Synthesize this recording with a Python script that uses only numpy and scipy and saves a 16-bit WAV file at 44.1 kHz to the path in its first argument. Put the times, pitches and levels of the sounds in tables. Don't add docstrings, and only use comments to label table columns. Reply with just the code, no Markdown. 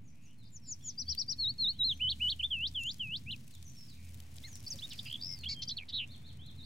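import sys
import numpy as np
from scipy import signal
from scipy.fft import rfft, irfft, next_fast_len
from scipy.io import wavfile
from scipy.ndimage import map_coordinates

SR = 44100
rng = np.random.default_rng(int(sys.argv[2]) if len(sys.argv) > 2 else 0)


def pcm_store(signal):
    levels = np.round(np.clip(np.atleast_2d(signal), -1, 1) * 32767)
    wavfile.write(sys.argv[1], SR, levels.astype(np.int16).T)


N = 293265

# shape, start_s, length_s, pitch_hz, level_db
NEAR_WHISTLES = [ ("hook", .501, .083, 6970, -51.5), ("hook", .654, .089, 6890, -39),
                 ("hook", .82, .093, 6770, -39.5), ("peak", .973, .062, 5880, -36.5),
                 ("peak", 1.074, .065, 5730, -32), ("peak", 1.171, .061, 5710, -31),
                 ("peak", 1.276, .065, 5800, -32.5), ("dip", 1.374, .153, 3685, -31.2),
                 ("dip", 1.576, .152, 3625, -29), ("wave", 1.783, .156, 3790, -29),
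                 ("step", 1.99, .151, 3015, -31.3), ("step", 2.192, .15, 2975, -31.3),
                 ("arch", 2.39, .033, 3064, -33.5), ("rise", 2.421, .047, 3586, -30.5),
                 ("scoop", 2.499, .191, 2615, -32.4), ("scoop", 2.74, .189, 2680, -35.5),
                 ("scoop", 2.989, .195, 2515, -35.6), ("spire", 3.256, .102, 4160, -38.5),
                 ("rise", 4.429, .042, 4286, -47), ("vee", 4.662, .024, 4410, -38.5),
                 ("fall", 4.697, .046, 5580, -37.5), ("rise", 4.784, .022, 4100, -46),
                 ("rise", 4.812, .052, 3750, -40.5), ("rise", 5.447, .042, 3340, -38),
                 ("zigzag", 5.674, .059, 4400, -37), ("arch", 5.766, .019, 4420, -36),
                 ("fall", 5.782, .015, 3050, -37.5)]
# shape, start_s, length_s, pitch_hz, level_db
SOFT_NOTES = [ ("hook", .018, .085, 6600, -73), ("hook", .205, .075, 6600, -70),
              ("dip", .368, .125, 3600, -70), ("hook", .6, .1, 5300, -65), ("curl", .796, .108, 3120, -68),
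              ("level", .815, .065, 5600, -65), ("level", 1.04, .13, 4420, -58),
              ("curl", 1.056, .108, 3050, -66), ("climb", 1.69, .11, 3100, -68),
              ("slide", 1.88, .09, 6400, -67), ("level", 2.793, .124, 6800, -55),
              ("fall", 3.507, .077, 3950, -65), ("vee", 3.637, .075, 5850, -59),
              ("level", 3.755, .092, 5400, -60), ("fall", 3.865, .08, 4500, -62),
              ("arch", 4.428, .07, 2150, -44.5), ("arch", 4.45, .123, 6700, -58),
              ("fall", 4.755, .04, 5400, -57), ("fall", 4.893, .055, 4900, -53),
              ("climb", 4.978, .014, 4800, -50), ("arch", 5.044, .052, 4990, -54),
              ("climb", 5.165, .075, 3750, -58), ("level", 5.279, .103, 2120, -51),
              ("slide", 5.355, .095, 4400, -56), ("level", 5.536, .097, 3180, -53),
              ("peak", 6.08, .085, 4400, -59), ("peak", 6.228, .092, 4400, -60),
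              ("climb", 6.38, .08, 3400, -60), ("arch", 6.45, .058, 4200, -57),
              ("vee", 6.565, .09, 3650, -58)]
WHISTLE_SHAPES = { "hook": (.43, .27, 13, [(0, 1.1), (.35, 1.03), (.65, 1), (.81, .88), (1, .63)]),
                  "peak": (.24, .29, 2, [(0, .79), (.2, .815), (.51, 1), (.82, .75), (1, .6)]),
                  "dip": (.25, .19, -1.5, [(0, 1.21), (.315, 1.15), (.565, 1), (.88, 1.21), (1, 1.22)]),
                  "wave": (.22, .13, -5, [(0, 1.06), (.26, 1), (.5, 1.12), (.87, .88), (1, .69)]),
                  "step": (.14, .19, -.8, [(0, .71), (.25, 1), (.5, .985), (.64, 1.06), (.78, 1.5),
                  (.87, 1.15), (1, .82)]), "scoop": (.12, .125, -1.5, [(0, 1.375), (.14, 1.19), (.46, 1),
                  (.73, 1.16), (.85, 1.39), (.92, 1.75), (1, 2.5)]), "spire": (.2, .15, -4, [(0, .52),
                  (.27, .63), (.49, .72), (.61, 1), (.73, .74), (1, .54)]), "rise": (.38, .28, 0, [(0, .64),
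                  (.35, .91), (.72, 1), (1, .96)]), "arch": (.35, .25, -2, [(0, .88), (.35, 1), (1, .7)]),
                  "fall": (.35, .3, -5, [(0, 1.28), (.4, 1), (1, .74)]), "climb": (.3, .3, 0, [(0, .85),
                  (.5, 1), (1, 1.24)]), "curl": (.15, .15, 0, [(0, .93), (.2, 1.12), (.58, 1), (1, 1.28)]),
                  "slide": (.15, .2, 0, [(0, 1.1), (1, .9)]), "level": (.25, .3, 0, [(0, 1.025),
                  (1, .975)]), "vee": (.3, .15, 0, [(0, 1.25), (.5, 1), (1, 1.35)]),
                  "zigzag": (.1, .15, 0, [(0, 1.02), (.15, 1.11), (.27, 1.34), (.37, .75), (.53, 1.17),
                  (.63, .755), (.7, 1.01), (.85, .91), (1, .97)])}
# voice, start_s, length_s, flutter_hz, swing_hz, level_db, [pitch_hz at even steps]
TRILL_CUES = [ ("warble", .06, .32, 141, 141, -62.5, [2050, 2520, 2960]),
              ("warble", .43, .075, 51, 450, -62, [4580, 4520]),
              ("warble", .64, .085, 51, 550, -56, [4600, 4450]),
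              ("warble", .85, .1, 51, 550, -56, [4670, 4360]),
              ("warble", 3.91, .24, 141, 60, -54.5, [2440, 2320, 2200]),
              ("rasp", 4.898, .066, 660, 450, -43.5, [4600, 3300, 2500, 2080]),
              ("chip", 4.987, .015, 342, 254, -34, [3000, 3630, 3200]),
              ("rasp", 5.052, .036, 446, 300, -39, [2810, 2620]),
              ("pulsed", 5.08, .092, 70.8, 485, -34, [2450, 2700, 2950, 2840]),
              ("pulsed", 5.2085, .148, 89.4, -400, -33.3, [4950, 5620, 5450]),
              ("rasp", 5.432, .022, 626, 395, -38, [2800, 3000]),
              ("twang", 5.483, .066, 501, 380, -33, [4600, 4420, 4640, 4450, 4150]),
              ("rasp", 5.616, .028, 776, 952, -33, [3900, 4450, 4150, 4600, 3700]),
              ("pulsed", 5.796, .046, 91, 211, -33.5, [2480, 2230, 2050]),
              ("rasp", 5.882, .033, 724, 657, -40.5, [3270, 4070, 3700, 3320]),
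              ("buzz", 5.916, .142, 228.1, 260, -34.3, [3150, 3890, 3850, 3050, 2750, 2650])]
TRILL_VOICES = {"warble": (.48, .25, .02, .35, .3, 2), "pulsed": (1.05, .09, .003, .08, .1, 0),
                "twang": (.31, .22, .12, .15, .3, -1), "rasp": (.33, .22, .04, .3, .33, -3),
                "chip": (.2, .04, 0, .55, .4, 0), "buzz": (.16, .1, .004, .27, .14, -8)}
# pitch_hz, gain_db
THROAT_EQ = [(2000, -17), (2550, -9.4), (3000, -.5), (3800, -2), (4400, -2.5), (4900, -1.5), (6200, -.5),
             (7000, -5), (7700, -23)]
# time_s, left_minus_right_db
SONG_PAN = [(.7, 1.5), (1.2, 2), (1.7, 0.5), (2.1, -2), (2.8, 0.5), (4.7, -3), (5.8, -2)]
# frequency_hz, gain_db
ECHO_EQ = [(2000, -6), (3200, 7.5), (4400, 6.5), (6000, 9.5), (8000, -10), (14000, -26)]
# time_s, level_db
DRONE_RIDE = [(0.0, -67), (0.96, -68), (1.11, -48), (1.22, -74), (1.41, -52), (1.65, -63), (2.04, -49),
              (2.81, -54), (3.11, -74), (3.28, -49), (3.46, -69), (3.59, -52), (3.83, -74), (4.04, -51),
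              (5.3, -66), (5.46, -49), (5.58, -61), (6.65, -54)]
RUMBLE_RIDE = [(0.0, -56), (0.09, -60), (1.93, -54), (2.57, -58), (3.37, -52), (3.52, -59), (5.74, -54),
               (5.81, -65), (5.98, -54), (6.65, -55)]
# time_s, pitch_hz
DRONE_DRIFT = [(0, 87), (2, 76), (3.3, 78), (4.2, 86), (5.5, 81), (6.5, 86.8)]
# time_s, wash_db, hiss_db
AIR_RIDE = [(0.0, -79.5, -81.5), (0.74, -79, -76.5), (2.09, -76.5, -69), (4.02, -78, -68.5),
            (4.18, -73, -68.5), (4.83, -72, -61), (6.0, -72.5, -75), (6.65, -74.5, -74.5)]
# centre_s, half_width_s, rise_db
HISS_SWELLS = [(2.24, .09, 6), (2.9, .06, 4), (3.6, .08, 3)]
# start_s, level_db
TICK_CUES = [(1.1493, -43), (1.3174, -47), (2.835, -41), (2.9427, -48), (3.479, -50), (3.6262, -48),
             (4.1435, -45), (4.2018, -46), (4.555, -42), (4.9327, -40), (5.1262, -44), (5.3887, -45)]
# frequency_hz, gain_db
RUMBLE_EQ = [(20, -22), (55, -12), (75, -8.5), (100, 1), (130, 1), (185, -6.5), (255, -7.5), (310, -18),
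             (450, -31), (1000, -61), (3000, -107)]
WASH_EQ = [(100, -17), (400, -0.5), (700, -1), (1400, -7), (2400, -1), (4000, -16), (8000, -18),
           (16000, -32)]
HISS_EQ = [(300, -28), (1500, -3.5), (3000, 3), (6000, 2), (9000, -2.5), (13000, -7), (16000, -7)]
TICK_EQ = [(300, -24), (1300, -13), (2600, 8), (7000, 8.5), (11000, 7), (16000, 0)]
KNOCK_EQ = [(150, 0), (320, 18), (560, 24), (1100, -4), (3000, -30)]
# frequency_hz, correlation (1 is mono)
RUMBLE_IMAGE = [(25, 0.82), (70, 0.78), (130, 1), (260, 0.87), (500, 0.29)]
AIR_IMAGE = [(300, 0.98), (1000, 0.3), (3000, 0.13), (9000, 1)]


def main_song(trill_db=.5, leaves_db=-18.5, walls_db=-31):
    song = amp(trill_db) * trills() + whistles(NEAR_WHISTLES, jitter=.0042, shimmer_db=.85)
    leaves = amp(leaves_db) * echo(song, t60_s=.049, build_s=.0059)
    walls = amp(walls_db) * echo(song, t60_s=.3, build_s=.0053)
    return place(song) + leaves + walls


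def whistles(cues, jitter, shimmer_db):
    song = np.zeros(N)
    for shape, start_s, length_s, pitch_hz, level_db in cues:
        attack, release, swell_db, ratios = WHISTLE_SHAPES[shape]
        contour = np.array(ratios) * [1, pitch_hz]
        hz, envelope = note_gesture(length_s, contour, level_db, attack, release, swell_db)
        add(song, start_s, envelope * syrinx_tone(hz, jitter, shimmer_db))
    return song


def syrinx_tone(hz, jitter, shimmer_db, second_db=-54, third_db=-42, leak_hz=12000, leak_width_hz=1300):
    hz = hz * (1 + jitter * wobble(250, len(hz)))
    phase = cycles(hz)
    leak = amp(third_db) * np.exp(-((3 * hz - leak_hz) / leak_width_hz) ** 2)
    overtones = amp(second_db) * np.sin(2 * phase) + leak * np.sin(3 * phase)
    shimmer = amp(shimmer_db * wobble(126.3, len(hz)))
    return shimmer * (np.sin(phase) + overtones)


def trills(rasp_hz=700, rate_scatter=.25, shimmer_db=-.5, lowpass_hz=7000):
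    song = np.zeros(N)
    for voice, start_s, length_s, flutter_hz, swing_hz, level_db, pitches in TRILL_CUES:
        chop, roughness, undertone, attack, release, swell_db = TRILL_VOICES[voice]
        contour = np.c_[np.linspace(0, 1, len(pitches)), pitches]
        hz, envelope = note_gesture(length_s, contour, level_db, attack, release, swell_db)
        unevenness = 1 + rate_scatter * roughness * wobble(400, len(hz))
        flutter = -np.cos(cycles(flutter_hz * unevenness))
        carrier = cycles(hz + rasp_hz * roughness * wobble(1200, len(hz)))
        swing = cycles(swing_hz * flutter)
        gate = np.maximum(1 - chop * (1 - flutter) / 2, 0) ** 2
        shimmer = amp(shimmer_db * wobble(150, len(hz)))
        doubling = np.sin((carrier + swing) / 2) + np.sin(1.5 * carrier + swing)
        tone = np.sin(carrier + swing) + undertone * doubling
        add(song, start_s, envelope * gate * shimmer * tone)
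    return filtered(song, lambda hz: 1 / np.sqrt(1 + (hz / lowpass_hz) ** 20))


def note_gesture(length_s, contour, level_db, attack, release, swell_db):
    progress = np.linspace(0, 1, max(round(length_s * SR), 64))
    hz = glide(*np.transpose(contour), progress)
    gain = amp(level_db + along(THROAT_EQ, hz) + swell_db * (progress - .5))
    fade = lambda x: np.sin(np.pi / 2 * np.clip(x, 0, 1)) ** 2
    return hz, np.sqrt(2) * gain * fade(progress / attack) * fade((1 - progress) / release)


def place(song, notch_hz=5300, width_hz=1100, notch_gain=.17):
    def notch(hz):
        detuning = notch_hz ** 2 - hz ** 2
        damping = 1j * hz * width_hz
        return (detuning + damping * notch_gain) / (detuning + damping)
    pan_gain = amp(automation(SONG_PAN)[0] / 2)
    return np.array([song * pan_gain, filtered(song, notch) / pan_gain])


def echo(song, t60_s, build_s):
    t = np.arange(SR // 2) / SR
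    onset = 1 - np.exp(-(t / build_s) ** 2)
    tail = rng.standard_normal((2, len(t))) * amp(-60 * t / t60_s) * onset
    wet = signal.fftconvolve(song[None], tail / np.linalg.norm(tail[0]), axes=1)[:, :N]
    return equalise(wet, ECHO_EQ)


def soft_notes(direct_db=.5, echo_db=-6.5):
    song = whistles(SOFT_NOTES, jitter=.008, shimmer_db=1.6)
    return amp(direct_db) * song + amp(echo_db) * echo(song, t60_s=.33, build_s=.0034)


def rumble(drone_db=-.2, body_db=1):
    hz = automation(DRONE_DRIFT)[0] * (1 + .0409 * wobble(25))
    drone_gain = amp(automation(DRONE_RIDE)[0] + drone_db + 1.8 * wobble(14))
    drone = drone_gain * np.sqrt(2) * np.sin(cycles(hz))
    body_gain = amp(automation(RUMBLE_RIDE)[0] + body_db + 1.45 * wobble(17))
    return drone + body_gain * noise_bed(RUMBLE_EQ, RUMBLE_IMAGE) * lean_left(.3)


def air(wash_trim_db=4):
    t = np.arange(N) / SR
    wash_db, hiss_db = automation(AIR_RIDE)
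    flicker_db = 1.7 * wobble(10) + 1.2 * wobble(90)
    swell_db = sum(db * np.exp(-((t - centre_s) / half_s) ** 2) for centre_s, half_s, db in HISS_SWELLS)
    hiss = amp(hiss_db + swell_db + flicker_db) * noise_bed(HISS_EQ, AIR_IMAGE) * lean_left(.8)
    wash = amp(wash_db + wash_trim_db) * noise_bed(WASH_EQ, AIR_IMAGE)
    return wash + hiss


def ticks(tick_db=-8.5, crackle_db=-1, crackles_per_s=90, spread_db=2.1, t60_s=.014, attack_s=.0005):
    track, t = np.zeros((2, N)), np.arange(SR // 40) / SR
    envelope = amp(-60 * t / t60_s) * (1 - np.exp(-t / attack_s))
    hiss_db = automation(AIR_RIDE)[1]
    cues = [(start_s, level_db + tick_db) for start_s, level_db in TICK_CUES]
    for position, chance in rng.random((int(crackles_per_s * N / SR), 2)):
        accent_db = -spread_db * np.log(max(chance, .02))
        cues.append((position * N / SR, hiss_db[int(position * N)] + crackle_db + accent_db))
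    for start_s, level_db in cues:
        centre = rng.standard_normal(len(t))
        sides = 1.58 * rng.standard_normal((2, len(t)))
        spectrum = rfft(centre + sides)
        tint_db = 3 * signal.resample(rng.standard_normal(6), spectrum.shape[1])
        burst = irfft(spectrum * amp(tint_db), len(t))
        add(track, start_s, amp(level_db) * envelope * burst)
    return equalise(track, TICK_EQ) * lean_left(1)


def knock(start_s=4.744, burst_db=-58, t60_s=.09):
    track, t = np.zeros(N), np.arange(SR // 5) / SR
    add(track, start_s, amp(burst_db - 60 * t / t60_s) * rng.standard_normal(len(t)))
    return equalise(track, KNOCK_EQ)


def noise_bed(eq, image):
    def mid_side(hz):
        angle = np.arccos(np.clip(along(image, hz), -1, 1)) / 2
        return amp(along(eq, hz)) * [np.cos(angle), np.sin(angle)]
    mid, side = filtered(rng.standard_normal((2, N)), mid_side)
    bed = np.array([mid + side, mid - side])
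    return bed / np.sqrt(np.mean(bed ** 2) + 1e-20)


def amp(db):
    return 10 ** (np.asarray(db) / 20)


def lean_left(db):
    return amp([[db], [-db]])


def along(points, hz):
    frequencies, values = np.transpose(points)
    return np.interp(np.log(hz + 1), np.log(frequencies), values)


def automation(rows):
    times, *columns = np.transpose(rows)
    return [np.interp(np.arange(N) / SR, times, column) for column in columns]


def glide(knots, values, at):
    step = np.maximum(np.diff(knots), 1e-4)
    slope = np.diff(values) / step
    before, after = slope[:-1], slope[1:]
    inner = 2 * np.maximum(before * after, 0) / (before + after + 1e-20)
    tangent = np.r_[slope[0], inner, slope[-1]]
    i = np.clip(np.searchsorted(knots, at) - 1, 0, len(step) - 1)
    share = np.clip((at - knots[i]) / step[i], 0, 1)
    bend = (tangent[i] - slope[i]) * (1 - share) - (tangent[i + 1] - slope[i]) * share
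    return values[i] + step[i] * share * (slope[i] + (1 - share) * bend)


def wobble(knots_per_s, size=N):
    knots = rng.standard_normal(int(size * knots_per_s / SR) + 4)
    return map_coordinates(knots, [np.arange(size) * knots_per_s / SR])


def cycles(hz):
    return 2 * np.pi * np.cumsum(hz) / SR


def filtered(sound, response):
    size = next_fast_len(N + SR // 2)
    hz = np.fft.rfftfreq(size, 1 / SR)
    return irfft(rfft(sound, size) * response(hz), size)[..., :N]


def equalise(sound, eq):
    return filtered(sound, lambda hz: amp(along(eq, hz)))


def add(track, start_s, sound):
    part = track[..., max(round(start_s * SR), 0):][..., :sound.shape[-1]]
    part += sound[..., :part.shape[-1]]


def scene():
    return main_song() + soft_notes() + rumble() + air() + ticks() + knock()


def record(dry):
    high_cut_hz, dc_offset = 15850, .0031
    return filtered(dry, lambda hz: hz < high_cut_hz) + dc_offset


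dry = scene()
out = record(dry)
pcm_store(out)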